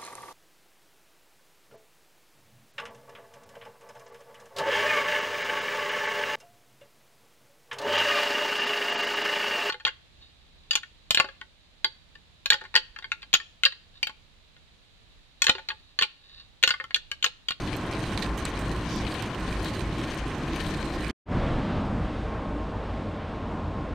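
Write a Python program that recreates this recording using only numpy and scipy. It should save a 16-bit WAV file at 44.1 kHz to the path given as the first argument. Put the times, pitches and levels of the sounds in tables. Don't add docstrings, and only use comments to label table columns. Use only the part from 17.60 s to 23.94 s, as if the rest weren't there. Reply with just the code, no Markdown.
import sys
import numpy as np
from scipy import signal
from scipy.fft import rfft, irfft
from scipy.io import wavfile
from scipy.ndimage import uniform_filter1d

SR = 44100
rng = np.random.default_rng(int(sys.argv[2]) if len(sys.argv) > 2 else 0)


def gain_from_decibels(decibels):
    exponent = np.asarray(decibels, float) / 20
    return 10 ** exponent


def put_to_file(sound):
    columns = np.atleast_2d(sound).T
    safe = np.clip(columns, -1, 1)
    whole_steps = np.round(safe * 32767)
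    wavfile.write(sys.argv[1], SR, whole_steps.astype(np.int16))


N = 279594
T = np.arange(N) / SR
HZ = np.fft.rfftfreq(N, 1 / SR)
BACK_S = 3.655

# t/s, peak level/dB, ring f/Hz
SPLITS = [(0.0748, -35.5, 2850), (0.088, -34, 2990), (0.1364, -24.5, 3340), (0.327, -26.5, 3840),
          (0.3347, -27.5, 3400), (0.4385, -31, 2510), (0.5750, -15.5, 3730), (0.6217, -23.5, 3700),
          (0.6245, -15, 3750), (0.645, -27.5, 3630), (0.778, -26, 3000), (0.852, -18.5, 4050),
          (1.0946, -30, 3080), (1.162, -33, 2760), (1.4007, -26.5, 2800), (1.4663, -25, 3040),
          (1.5399, -30, 4000), (1.5946, -35, 4300), (1.6232, -23, 4000), (1.7464, -28, 2880),
          (2.0452, -25, 4040), (2.146, -46, 2900), (2.1924, -30.5, 3140), (2.382, -29.5, 2530),
          (2.4136, -29.5, 2920), (2.5367, -30.5, 2520), (2.9592, -28, 2720), (3.043, -36, 2850),
          (3.1446, -25, 3970), (3.4175, -38, 3120)]
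# t/s, peak level/dB, ring f/Hz, grinder's top edge against the ring/dB
CHIPS = [(0.1341, -38, 8680, -20), (0.1664, -30.5, 8410, -17), (0.312, -34.5, 8630, -23),
         (0.3915, -38.5, 8680, -25), (0.5752, -32, 9450, -27), (0.6245, -37, 8700, -17),
         (0.774, -31.5, 7850, -17), (0.7785, -34, 6100, -12), (0.7825, -37.5, 8000, -12),
         (0.852, -17.5, 8100, -27.5), (0.8894, -39.5, 8580, -20.5), (0.991, -32, 8550, -19),
         (1.0799, -37, 8240, -20), (1.1149, -39.5, 7800, -24), (1.1618, -40.5, 8200, -19),
         (1.36, -34.5, 8190, -24), (1.5399, -35.5, 8240, -17.5), (1.623, -31, 8040, -21),
         (2.0283, -41, 8580, -5), (2.0453, -32.5, 8370, -4), (2.1465, -40, 7520, -16),
         (2.194, -31, 8900, -24), (2.383, -35.5, 8300, -29), (2.5444, -35.5, 8650, -20.5),
         (2.7826, -45, 8650, -6), (2.9594, -31, 9700, -22.5), (3.037, -36, 9480, -11.5),
         (3.0664, -36.5, 9170, -10), (3.086, -38.5, 8740, -9), (3.424, -36.5, 8700, -28),
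         (3.4797, -34.5, 8650, -22)]
# f/Hz, width/Hz, level/dB
BODY = [(1560, 240, -0.5), (1800, 280, 1), (2360, 400, 2.5), (3034, 460, 1.5)]
NECK = [(3750, 460, -2), (4098, 260, -3), (4520, 480, -5)]
RIM = [(5550, 240, -7.5), (6250, 510, -3.5), (7200, 1200, -7.5)]


def grinder():
    return grinding() + gain_from_decibels(-4.0) * beans() + gain_from_decibels(-5.0) * chips() + drag()


def grinding():
    # t/s, crunch level/dB, how much the metal rubs above the crunch/dB
    crank_load = [(0.04, -48.5, 4.5), (0.15, -40.5, -4), (0.22, -47.5, -2), (0.44, -43, -1.5),
                  (0.55, -44, -2), (0.65, -43.5, 2), (0.745, -60, 4), (0.785, -45, -1.5), (1.23, -47, 1.5),
                  (1.6, -42, -1), (1.72, -45, -1.5), (2.1, -42.5, 2), (2.29, -47.5, -2.5),
                  (2.5, -40.5, -2.5), (2.78, -47, -5), (3.02, -40, 0), (3.34, -49, 5), (3.46, -40.5, -4)]
    # f/Hz, width/Hz, level/dB
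    burr = [(8240, 1000, 4), (8680, 430, 4), (9630, 1000, 1.5), (11970, 800, -5.5), (13600, 1500, -8.5),
            (14940, 1500, -16)]
    turn_db, contact_db = over_time(crank_load)
    load_db = turn_db + 1.5 * walk(90)
    coarse_db = load_db + fragments(SPLITS, doubles_db=-27)
    fine_db = load_db + fragments(CHIPS, doubles_db=-34.5)
    neck_db = coarse_db - 8.5 + 0.69 * contact_db
    scrape_db = fine_db - 15 + 0.78 * contact_db
    grit_db = fine_db - 17 + contact_db
    coarse = crunch(BODY, coarse_db - 2.8, rate=900, spread_db=4.5, colour_db=2.0, crumble=0.3)
    neck = crunch(NECK, neck_db, rate=700, spread_db=4.5, colour_db=3.0, crumble=0.19)
    scrape = crunch(RIM, scrape_db, rate=920, spread_db=1.0, colour_db=5.5, crumble=0.13)
    grit = crunch(burr, grit_db, rate=930, spread_db=1.0, colour_db=4.0, crumble=0.18)
    return coarse + neck + scrape + grit


def crunch(modes, load_db, rate, spread_db, colour_db, crumble):
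    grind = int(3.6 * SR)
    chance = rng.random((16000, 2))
    when = np.cumsum(-np.log(chance[:, 0]) * SR / rate).astype(int)
    size = gain_from_decibels(np.minimum(-spread_db * np.log(chance[:, 1]), 10))
    size, when = size[when < grind], when[when < grind]
    out = 0
    for hz, width_hz, db in modes:
        blows = crumble * rng.standard_normal(grind)
        share = rng.standard_normal((len(when), 2))
        push = np.sign(share[:, 0]) * gain_from_decibels(colour_db * np.clip(share[:, 1], -2, 2))
        np.add.at(blows, when, size * push)
        grip = gain_from_decibels(1.5 * walk(25.3)[:grind])
        out = out + level(ring(blows * grip, hz, width_hz), db)
    return np.pad(level(out, 0), (0, N - grind)) * gain_from_decibels(load_db)


def fragments(table, doubles_db):
    lasting_s = 0.016
    kicks = np.zeros(N)
    for s, db, *_ in table:
        kicks[int(s * SR)] += gain_from_decibels((db - doubles_db) / 2)
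    extra = signal.lfilter([1], [1, -np.exp(-1 / (lasting_s * SR))], kicks)
    return 20 * np.log10(1 + extra)


def beans():
    # t/s, peak level/dB, ring f/Hz
    lesser_splits = [(0.101, -32, 2230), (0.1293, -22, 2390), (0.3112, -26.5, 2400), (0.3507, -25, 2310),
                     (0.3914, -39, 2850), (0.403, -29, 2200), (0.6054, -26, 3790), (0.661, -24, 2570),
                     (0.7575, -39, 3250), (0.8034, -34, 2410), (0.8874, -32, 3150), (0.9383, -30, 3050),
                     (0.9747, -25, 2290), (0.9894, -28, 2460), (1.1146, -28, 4040), (1.257, -31, 2920),
                     (1.299, -30, 3820), (1.359, -27, 2660), (1.45, -24, 3000), (1.4835, -32, 3200),
                     (1.6427, -37, 2200), (1.8077, -28, 2450), (1.8744, -41, 2520), (1.908, -33, 4030),
                     (1.9265, -24, 2230), (1.9834, -30.5, 3040), (2.0234, -29.5, 4160),
                     (2.0784, -33.5, 3030), (2.2067, -24.5, 2300), (2.4508, -34.5, 2250),
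                     (2.6354, -32, 2360), (2.8254, -37.5, 2700), (2.8804, -38, 2900), (2.9324, -28, 2500),
                     (3.0014, -37, 2440), (3.0647, -28, 3070), (3.1383, -26, 2360), (3.1994, -33, 2370),
                     (3.2268, -24, 2210), (3.3378, -35, 2370), (3.407, -31, 4060), (3.4456, -26, 2440),
                     (3.498, -25, 4620)]
    tube = [(1177, 420, 2.5)] + BODY + NECK + [(hz, width_hz, db - 8) for hz, width_hz, db in RIM]
    rows = [(s, db, hz, -3) for s, db, hz in [*SPLITS, *lesser_splits]]
    return cracks(rows, tube, own_width=0.15, tail_ms=9.8, tail_db=-12, strike=10)


def chips():
    # t/s, peak level/dB, ring f/Hz, top edge against the ring/dB
    lesser_chips = [(0.1615, -39, 8140, -16), (0.2124, -43, 6660, -26), (0.335, -40.5, 8530, -24),
                    (0.4024, -41, 8680, -29.5), (0.4336, -41, 7850, -21.5), (0.5062, -43.5, 8390, -20.5),
                    (0.5332, -44, 8590, -21), (0.5984, -44, 8760, -11.5), (0.6644, -45, 8610, -26),
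                    (1.0934, -39.5, 6820, -20), (1.2411, -45, 6630, -17), (1.2605, -45.5, 6610, -23),
                    (1.3009, -41, 6570, -26), (1.4204, -45, 7150, -25), (1.4501, -47.5, 8720, -22),
                    (1.4664, -46.5, 9240, -21), (1.511, -42, 8560, -15), (1.7464, -43, 6880, -20),
                    (1.7998, -44, 8380, -19), (1.8746, -45, 9420, -26), (1.9066, -47, 9030, -22),
                    (2.0043, -46, 8490, -14.5), (2.0684, -40.5, 6740, -16.5), (2.4129, -43, 8310, -27),
                    (2.5325, -44, 8640, -20), (2.575, -39, 8720, -20), (2.5894, -40, 8680, -20),
                    (2.6798, -42.5, 8770, -25), (3.0016, -48, 7440, -10), (3.1388, -43.5, 8770, -23),
                    (3.1436, -41, 8720, -24.5), (3.4072, -42, 6770, -25.5)]
    # f/Hz, width/Hz, level/dB
    top_edge = [(12120, 930, 3.5), (14000, 2100, -5.5)]
    snaps = [*CHIPS, *np.add(lesser_chips, (0, 2.5, 0, 0))]
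    rows = [(s, db, hz, edge_db + 9) for s, db, hz, edge_db in snaps]
    return cracks(rows, top_edge, own_width=0.11, tail_ms=4.4, tail_db=-12.5, strike=6)


def cracks(rows, modes, own_width, tail_ms, tail_db, strike):
    break_ms, lead_s = 0.92, 0.0008
    out, t = np.zeros(N), np.arange(2048) / SR
    click = 1. * (t == 0)
    metal = sum(gain_from_decibels(db) * ring(click, hz, width_hz) for hz, width_hz, db in modes)
    for (s, db, hz, metal_db), noise in zip(rows, rng.standard_normal((len(rows), 2048))):
        tail = gain_from_decibels(tail_db) * np.exp(-t * 1000 / tail_ms)
        burst = noise * (np.exp(-t * 1000 / break_ms) + tail)
        burst[0] = strike
        own = ring(burst, hz, own_width * hz)
        sound = own + gain_from_decibels(metal_db) * signal.fftconvolve(burst, metal)[:2048]
        at = int((s + lead_s) * SR)
        out[at:at + 2048] += sound * gain_from_decibels(db) / abs(sound).max()
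    return out


def drag():
    # f/Hz, width/Hz, level/dB
    slide_modes = [(3550, 600, 2), (4680, 700, 2), (5900, 1300, -1.5)]
    # from t/s, to t/s, f/Hz, level/dB
    singing = [(0.088, .2, 4200, -53), (.8, 0.836, 4150, -54), (.94, .99, 4040, -51),
               (1.03, 1.14, 4280, -55), (1.295, 1.32, 6440, -54), (1.32, 1.42, 5650, -53),
               (1.504, 1.545, 8600, -59), (2.003, 2.1, 4220, -52), (2.17, 2.24, 4050, -52),
               (3.12, 3.18, 1800, -43), (3.19, 3.225, 1560, -39), (3.15, 3.32, 4120, -53.5),
               (3.33, 3.39, 4800, -59), (3.399, 3.44, 4000, -50.5)]
    rub = rng.standard_normal(N)
    out = swell(1.243, 1.46, ramp_s=0.07) * gain_from_decibels(-51) * drones(slide_modes)
    for from_s, to_s, hz, db in singing:
        out = out + swell(from_s, to_s, ramp_s=0.017) * level(ring(rub, hz, 0.03 * hz), db)
    return out


def ports(mid):
    # f/Hz, level/dB
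    scatter = [(60, -29), (110, -30), (200, -29), (380, -21), (700, -15), (1290, -12), (2380, -8),
               (4400, -7), (8120, -3), (15000, -1)]
    # f/Hz, level/dB
    left_lean = [(60, 0.0), (110, 0.0), (200, 0.0), (380, 0.0), (700, 0.5), (1290, 1.0), (2380, 1.5),
                 (4400, 1.0), (8120, -1.5), (15000, -4.0)]
    spectrum, lean_db = rfft(mid), over_hz(left_lean) / 2
    shifting = mid * 1.3 * np.clip(walk(120), -.9, .9)
    side = rfft(shifting) * gain_from_decibels(over_hz(scatter) + 0.3)
    left, right = (spectrum + side) * gain_from_decibels(lean_db), (spectrum - side) * gain_from_decibels(-lean_db)
    return irfft(np.array([left, right]), N)


def balcony_air():
    # f/Hz, level per Hz/dB
    colour = [(12, -34), (22, 0), (40, -3), (64, -3), (100, -2.5), (200, -1.5), (252, -4.5), (330, -2.5),
              (416, -9.5), (767, -13.5), (1200, -16.5), (1820, -19.5), (4070, -31.5), (8000, -45),
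              (15500, -67.5)]
    # f/Hz, width/Hz, level/dB
    fans = [(52.8, 5.4, -39), (107, 19.4, -43), (306.4, 13, -48.5), (1052, 75, -46.5), (5740, 12, -78)]
    return air(colour, -31.5, breeze(), flicker_db=0.52) + drones(fans)


def breeze():
    # t/s, level/dB
    strength = [
        (0.0, 2),
        (0.16, -1),
        (0.4, -1.5),
        (1.2, 0),
        (1.41, 1),
        (1.6, -3.5),
        (2.16, 1.5),
        (2.45, -4),
        (3.09, 2.5),
        (3.3, -2.5),
    ]
    follow = (0.99, -0.068, 0.23, .1)
    return np.outer(follow, over_time(strength)[0])


def late_air():
    # f/Hz, level per Hz/dB
    colour = [(12, -30), (25, -6), (40, -8), (65, -13), (100, -5.5), (240, -8), (400, -15), (1000, -19),
              (2000, -30), (3500, -37), (6000, -51.5), (8500, -57.5), (10300, -65.5), (11000, -74),
              (11500, -115)]
    # f/Hz, width/Hz, level/dB
    fans = [(52.6, 4.8, -38.5), (86.3, 14.5, -39), (214, 20, -45), (299.7, 16, -46), (461, 62, -47.5),
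            (612, 68, -48.5), (754, 17, -54.5)]
    return air(colour, -34.5, gust(), flicker_db=0.8) + drones(fans) + growl() + whine() + top_hiss()


def air(colour, db, rise, flicker_db):
    part_hz = (89.5, 490, 3500, 9000)
    shaped = rfft(rng.standard_normal(N)) * gain_from_decibels(over_hz(colour))
    spectrum = rfft(level(irfft(shaped, N), db))
    octave = np.log2(np.clip(HZ, 31.25, 16000) / 31.25)
    part_octave = np.log2(np.array(part_hz) / 31.25)
    out = 0
    for k in range(10):
        place = np.interp(k, part_octave, [0, 1, 2, 3])
        low = min(int(place), 2)
        band_db = rise[low] + (place - low) * (rise[low + 1] - rise[low]) + flicker_db * walk(9)
        band = irfft(spectrum * np.clip(1 - abs(octave - k), 0, 1), N)
        out = out + gain_from_decibels(band_db) * band
    return out


def gust():
    # peak level/dB, decay time/s
    parts = [
        (12, 0.21),
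        (6.7, 0.34),
        (8.4, 0.9),
        (7.5, 1.16),
    ]
    late, lead_s = T - 3.875, 0.24
    rumble, *upper = (db * np.exp(np.where(late < 0, -(late / lead_s) ** 2, -late / fall_s))
                      for db, fall_s in parts)
    lorry_db = 7.5 * np.exp(-((T - 4.32) / 0.18) ** 2)
    return [rumble + lorry_db, *upper]


def growl():
    # f/Hz, width/Hz, level/dB
    engine = [(200, 50, -37.5), (590, 86, -43)]
    return swell(3.44, 4.4, ramp_s=0.34) * drones(engine)


def drones(table):
    return sum(level(ring(rng.standard_normal(N), hz, width_hz), db) for hz, width_hz, db in table)


def whine():
    # t/s, level/dB
    nearness = [
        (3.7, -60),
        (4.6, -58),
        (4.7, -48),
        (5.1, -50),
        (5.22, -53),
        (5.5, -50),
        (5.8, -53),
        (6.05, -51),
        (6.15, -49),
        (6.3, -50),
    ]
    hz = 1088 - 9.2 * (T - BACK_S) + 2.05 * walk(12)
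    loudness = np.sqrt(2) * gain_from_decibels(over_time(nearness)[0] + 3.0 * walk(18))
    return loudness * np.sin(2 * np.pi * np.cumsum(hz) / SR)


def top_hiss():
    # f/Hz, level/dB
    top_colour = [(10500, -40), (11000, 0), (12600, -3), (13300, -40)]
    hiss = level(irfft(rfft(rng.standard_normal(N)) * gain_from_decibels(over_hz(top_colour)), N), -92)
    middle_s, half_length_s = 5.1, 0.55
    stirring = 1.6 * np.exp(-((T - middle_s) / half_length_s) ** 4)
    return hiss * np.clip(stirring - .3 + .35 * walk(14), 0, 1)


def level(x, db):
    return x * gain_from_decibels(db) / np.sqrt(np.mean(x ** 2))


def over_hz(points):
    hz, value = np.transpose(points)
    return np.interp(np.log(HZ + 1), np.log(hz), value)


def over_time(rows):
    s, *columns = np.transpose(rows)
    return [np.interp(T, s, c) for c in columns]


def ring(x, hz, width_hz):
    b, a = signal.iirpeak(hz, hz / width_hz / 1.5, fs=SR)
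    return signal.lfilter(b, a, signal.lfilter(b, a, x))


def walk(rate):
    k = int(SR / rate)
    steps = np.repeat(rng.standard_normal(N // k + 1), k)
    return 1.88 * uniform_filter1d(uniform_filter1d(steps, k), k)[:N]


def swell(from_s, to_s, ramp_s):
    return np.clip(np.minimum(T - from_s, to_s - T) / ramp_s, 0, 1)


def scene():
    first = ports(grinder() + balcony_air())
    second = late_air()
    after = np.clip(T - 3.5095, 0, 1)
    smear = ring(first, 500, 1500) * gain_from_decibels(-35) * (after > 0) * (after < .021)
    fade_in = np.clip((T - BACK_S) / 0.062, 0, 1) ** 1.46
    fade_out = np.clip((T[-1] - T) / 0.004, 0, 1)
    return first * np.exp(-after / 0.0019) + smear + second * fade_in * fade_out


def roll_off(x):
    return signal.sosfilt(signal.butter(12, 15750, fs=SR, output="sos"), x)


def record(dry):
    top_cut = signal.ellip(10, .2, 70, 15700, fs=SR, output="sos")
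    mix = signal.sosfilt(top_cut, dry)
    return roll_off(mix)


dry = scene()
out = record(dry)
put_to_file(out)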